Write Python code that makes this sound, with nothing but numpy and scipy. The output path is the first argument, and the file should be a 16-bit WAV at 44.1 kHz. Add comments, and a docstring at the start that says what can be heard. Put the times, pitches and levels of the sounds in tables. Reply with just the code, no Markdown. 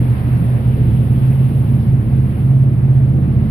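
"""A throbbing engine drone with rushing water and a fine fizz, heard on a jet boat going down a river.
Three eight-cylinder engines run at slightly different, slowly rising speeds, so their tones beat
against each other while uneven firings make the exhausts burble. Water rushes along the hull and
spray hisses, both easing off little by little, and a few small waves splash against the boat."""
import sys
import numpy as np
from scipy import signal
from scipy.fft import rfft, irfft
from scipy.io import wavfile

SR = 44100
rng = np.random.default_rng(int(sys.argv[2]) if len(sys.argv) > 2 else 0)


def dump_mix(stems):
    """Bounce the given channels to the path in sys.argv[1] as a 16-bit WAV at rate SR."""
    frames = np.atleast_2d(stems).T  # one column per channel
    limited = np.clip(frames, -1, 1)  # hard clip at full scale
    pcm = np.round(limited * 32767).astype(np.int16)
    wavfile.write(sys.argv[1], SR, pcm)


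N = 154350
TIME = np.arange(N) / SR


def engines():
    """Three engines at nearly the same pitch drift in and out of step, which makes them throb."""
    # each engine's firing tone: t/s, f/Hz, relative level/dB
    fast = [(0.0, 123.0, -18), (0.35, 126.5, -17), (0.8, 126.9, -17), (1.1, 129.1, -16), (1.35, 131.1, -12),
            (1.6, 133.4, -17), (1.9, 133.7, -19), (2.2, 132.1, -20), (2.5, 133.5, -14), (2.8, 133.4, -14),
            (3.1, 134.1, -16), (3.5, 135.7, -14)]
    middle = [(0.0, 122.2, -23), (0.35, 121.3, -21), (0.8, 120.2, -22), (1.1, 121.9, -25),
              (1.35, 124.8, -23), (1.6, 126.9, -20), (1.9, 128.7, -18), (2.2, 128.9, -18),
              (2.5, 131.5, -20), (2.8, 130.3, -19), (3.1, 133.3, -21), (3.5, 134.7, -21)]
    slow = [(0.0, 114.4, -21), (0.35, 111.9, -23), (0.8, 111.8, -19), (1.1, 111.6, -18), (1.35, 113.4, -22),
            (1.6, 112.9, -20), (1.9, 112.2, -18), (2.2, 113.7, -20), (2.5, 114.0, -18), (2.8, 116.8, -17),
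            (3.1, 118.5, -19), (3.5, 122.0, -20)]
    # tones at 3-7 (boom) and 9-20 (growl) times the cycle rate: relative level/dB for fast, middle, slow
    boom_tones = [(-32.5, -41.5, -49), (-40, -46, -45.5), (-35.5, -25, -43.5), (-38.5, -39.5, -43),
                  (-41.5, -31, -40.5)]
    growl_tones = [(-37, -41.5, -38.5), (-31, -34.5, -41.5), (-33.5, -33, -43), (-38, -44.5, -41),
                   (-43, -35, -42.5), (-43, -51, -44), (-42, -45.5, -43), (-38, -47.5, -37),
                   (-50, -56, -50.5), (-43, -49.5, -46.5), (-46, -52, -49), (-54, -47.5, -55)]
    # how boom and growl swell and sink: t/s, gain/dB
    boom_gain = [(0, -1), (.25, -0.5), (.5, -5), (.7, 0), (.88, 0.5), (1.15, 0.5), (1.35, -3), (1.7, -1),
                 (2.1, 2), (2.6, -2), (2.9, -2), (3.35, 4.5), (3.5, 4)]
    growl_gain = [(0, 1), (.22, -3.5), (.41, 3.5), (.54, -4.5), (.78, 0.5), (1.4, -1), (1.65, 0.5),
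                  (2.2, -0.5), (2.45, -0.5), (2.75, -1.5), (2.95, -4.5), (3.15, 2.5), (3.5, 0)]
    each = zip((fast, middle, slow), np.transpose(boom_tones), np.transpose(growl_tones))
    tone, boom, growl, kicks = np.sum([engine(*one) for one in each], axis=0)
    drone = tone + loudness(boom_gain) * boom + loudness(growl_gain) * (growl + exhaust_burble(kicks))
    right_louder_db, right_later_s = 2.13, 0.00034
    delayed = np.interp(TIME - right_later_s, TIME, drone)
    return np.array([from_db(-right_louder_db / 2) * drone, from_db(right_louder_db / 2) * delayed])


def engine(curve, boom_db, growl_db):
    """One engine: a firing tone, a low boom, a higher growl and a kick of random strength per firing."""
    firing_hz, tone_db = in_time(curve)
    firings = np.cumsum(firing_hz) / SR
    lift_db, waver_db = 0.7, 0.43
    tone = np.sqrt(2) * from_db(tone_db + lift_db + waver_db * drift(13)) * np.cos(2 * np.pi * firings)
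    kicks = np.diff(np.floor(firings), prepend=0) * rng.standard_normal(N)
    boom = overtones(firing_hz, boom_db, first_multiple=3)
    growl = overtones(firing_hz, growl_db, first_multiple=9)
    return tone, boom, growl, kicks


def overtones(firing_hz, levels_db, first_multiple):
    """Unequal cylinders add wavering tones at multiples of the rate of the full engine cycle."""
    cylinders, waver_depth, waver_per_s = 8, 0.18, 2.4
    hull_hz, hull_width_hz, hull_boost_db = 221.4, 15, 8.5  # the hull rings here, so passing tones swell
    tones = 0
    for multiple, db in enumerate(levels_db, start=first_multiple):
        hz = multiple * firing_hz / cylinders
        angle = 2 * np.pi * (np.cumsum(hz) / SR + rng.random())
        hull_db = hull_boost_db / (1 + (2 * (hz - hull_hz) / hull_width_hz) ** 2)
        waver = 1 + waver_depth * (drift(waver_per_s) + 1j * drift(waver_per_s))
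        tones = tones + from_db(db + hull_db) * np.real(waver * np.exp(1j * angle))
    return np.sqrt(2) * tones


def exhaust_burble(kicks):
    """The uneven kicks of the firings set the exhausts and the hull ringing."""
    # pitches at which they ring: f/Hz, width/Hz, relative level/dB
    resonances = [(49, 7, -9.5), (82, 29, -3.5), (110, 18, 0), (154, 17, -3.5), (176, 49, -5),
                  (207, 14, -5.5), (293, 33, -14), (370, 230, -24)]
    ringing = sum(from_db(db) * resonate(kicks, hz, width) for hz, width, db in resonances)
    low_band = signal.butter(2, [45, 420], "band", fs=SR, output="sos")
    return from_db(-26.5) * rms_one(signal.sosfilt(low_band, ringing))


def water():
    """The hull rumbles, water washes along it and the bow wave breaks into bright foam."""
    # tone colour of each noise: f/Hz, relative level/dB
    rumble_colour = [(15, -17.5), (30, -11), (60, -5), (120, 0), (230, -3.5), (330, -3.5), (450, -12),
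                     (700, -13.5), (1200, -33.5), (2500, -61.5)]
    wash_colour = [(100, -12), (400, -3), (750, -0.5), (1000, -2.5), (1400, -6), (2000, -7.5), (2600, -13),
                   (3300, -21), (4200, -23.5), (5500, -31), (7000, -37), (12000, -58)]
    foam_colour = [(1200, -25), (2000, -5), (2700, 1), (3300, -2), (4200, -12), (5500, -19), (7000, -28),
                   (10000, -51)]
    # how loud each one is: t/s, level/dB
    rumble_level = [(0, -28.5), (.4, -32.5), (.58, -28), (.68, -32), (.85, -30.5), (1.1, -31.5), (1.5, -32),
                    (2.4, -34), (2.9, -31), (3.05, -30.5), (3.5, -32.5)]
    wash_level = [(0, -37), (.35, -37), (.7, -39.5), (1.35, -40.5), (1.5, -40.5), (1.7, -40.5), (1.95, -42),
                  (2.38, -40), (2.55, -42.5), (2.8, -41.5), (3.15, -42.5), (3.5, -40)]
    foam_level = [(0, -52.5), (.4, -56), (.7, -51), (1.35, -50), (1.65, -52.5), (2.0, -57), (2.38, -53.5),
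                  (2.6, -60), (3.5, -57.5)]
    rumble = loudness(rumble_level) * turbulence(rumble_colour, flicker_db=1.66, flicker_per_s=14)
    wash = loudness(wash_level) * turbulence(wash_colour, flicker_db=0.85, flicker_per_s=13)
    foam = loudness(foam_level) * turbulence(foam_colour, flicker_db=1.5, flicker_per_s=13)
    return rumble + wash + foam


def turbulence(spectrum, flicker_db, flicker_per_s):
    """Churning water: stereo noise in which each octave swells and sinks on its own."""
    # how alike left and right are: f/Hz, likeness (1 or more = the same, -1 or less = opposite)
    likeness = [(60, 1), (200, -1.5), (350, 1), (550, 0.74), (1000, -0.09), (1600, -0.24), (2500, 0.18),
                (5000, 0)]
    alike = np.clip(per_bin(likeness), -1, 1)
    mid, side = rfft(rng.standard_normal((2, N)))
    stereo = np.sqrt(1 + alike) * mid + np.sqrt(1 - alike) * side * [[1], [-1]]
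    shaped = stereo * from_db(per_bin(spectrum))
    octave = np.log2(np.clip(np.fft.rfftfreq(N, 1 / SR), 100, 6000)).round()
    bands = [irfft(shaped * (octave == k), N) for k in np.unique(octave)]
    return rms_one(sum(band * from_db(flicker_db * drift(flicker_per_s)) for band in bands))


def hollow_swell():
    """A narrow band of the rumble wells up for a moment and sounds hollow."""
    peak_s, spread_s, hz, width_hz = .775, .05, 432, 42
    band = resonate(resonate(rng.standard_normal(N), hz, width_hz), hz, width_hz)
    return from_db(-33) * np.exp(-((TIME - peak_s) / spread_s) ** 2) * rms_one(band)


def spray():
    """Fine spray hisses and single drops tick, differently on the left and the right."""
    # tone colour on each side: f/Hz, relative level/dB
    left_colour = [(4000, -36), (7500, -25), (8500, -8.5), (9200, -5.5), (9850, -0.5), (10800, -4.5),
                   (12500, -7), (14500, -13)]
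    right_colour = [(4000, -41), (8500, -30), (9600, -17), (11000, -6.5), (12500, -6), (14400, 0.5)]
    # how loud the spray is: t/s, level/dB
    spray_level = [(0, -44.5), (.15, -49), (.4, -46.5), (.6, -48.5), (1.0, -48), (1.35, -46.5),
                   (1.65, -47.5), (1.97, -51.5), (2.38, -49.5), (2.6, -53.5), (3.05, -54), (3.5, -54)]
    drops_per_s, drops_db = 900, -8.5
    sizes = from_db(3.5 * np.minimum(rng.exponential(1, (2, N)), 5)) * rng.choice([-1, 1], (2, N))
    drops = rms_one(sizes * (rng.random((2, N)) < drops_per_s / SR))
    left, right = rng.standard_normal((2, N)) + from_db(drops_db) * drops
    level = loudness(spray_level) * from_db(.6 * drift(15))
    return level * np.array([colour(left, left_colour), colour(right, right_colour)])


def splashes():
    """Small waves break on the hull in short, bright bursts."""
    # one row per splash: t/s, level/dB, decay/s
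    bursts = [(.19, -57, .06), (.372, -52, .012), (.828, -55.5, .012), (1.071, -59, .03),
              (1.265, -54, 0.036), (1.8, -53, 0.051)]
    # their tone colour: f/Hz, relative level/dB
    splash_colour = [(1500, -12.5), (3200, -0.5), (5300, -0.5), (7000, -9), (10000, -4.5), (14500, -7.5)]
    rise_s = .006
    level = sum(from_db(db) * np.exp(-np.abs(TIME - peak_s) / np.where(TIME < peak_s, rise_s, decay_s))
                for peak_s, db, decay_s in bursts)
    return level * colour(rng.standard_normal((2, N)), splash_colour)


def from_db(db):
    """Turn decibels into a factor to multiply by."""
    return 10 ** (np.asarray(db) / 20)


def rms_one(x):
    """Scale a sound to an average power of 1."""
    return x / np.sqrt(np.mean(x ** 2) + 1e-20)


def in_time(rows):
    """Read each column of a time table at every sample."""
    times, *columns = np.transpose(rows)
    return [np.interp(TIME, times, column) for column in columns]


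def loudness(rows):
    """Turn rows of t/s, level/dB into a factor for every sample."""
    return from_db(in_time(rows)[0])


def per_bin(points):
    """Read a frequency table at every step (bin) of the spectrum."""
    hz, value = np.transpose(points)
    return np.interp(np.log(np.fft.rfftfreq(N, 1 / SR) + 1), np.log(hz), value)


def colour(x, spectrum):
    """Give a sound a tone colour, at a power of 1."""
    return rms_one(irfft(rfft(x) * from_db(per_bin(spectrum)), N))


def drift(rate):
    """A slow random wander, about 1 in size; a higher rate wanders faster."""
    step, warm_up = 100, 1000
    r = np.exp(-2 * np.pi * step * rate / SR)
    slow = signal.lfilter([1], [1, -2 * r, r * r], rng.standard_normal(N // step + warm_up + 2))[warm_up:]
    return np.interp(np.arange(N) / step, np.arange(len(slow)), rms_one(slow))


def resonate(x, hz, width_hz):
    """Let a sound ring at one pitch and weaken the rest."""
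    r = np.exp(-np.pi * width_hz / SR)
    feedback = [1, -2 * r * np.cos(2 * np.pi * hz / SR), r * r]
    return signal.lfilter(np.array([1, 0, -1]) * (1 - r * r) / 2, feedback, x)


def scene():
    """Engines and water as heard from a passenger seat."""
    return engines() + water() + spray() + splashes() + hollow_swell()


def record(dry):
    """The sound starts softly, the microphones are deaf to one treble band and the very top is cut."""
    fade_s, deaf_band_hz, top_hz = .004, [5680, 7800], 14600
    faded = dry * np.sin(np.pi / 2 * np.minimum(TIME / fade_s, 1)) ** 2
    notched = signal.sosfilt(signal.butter(2, deaf_band_hz, "bandstop", fs=SR, output="sos"), faded)
    return signal.sosfilt(signal.ellip(12, .2, 80, top_hz, fs=SR, output="sos"), notched)


dry = scene()
out = record(dry)
dump_mix(out)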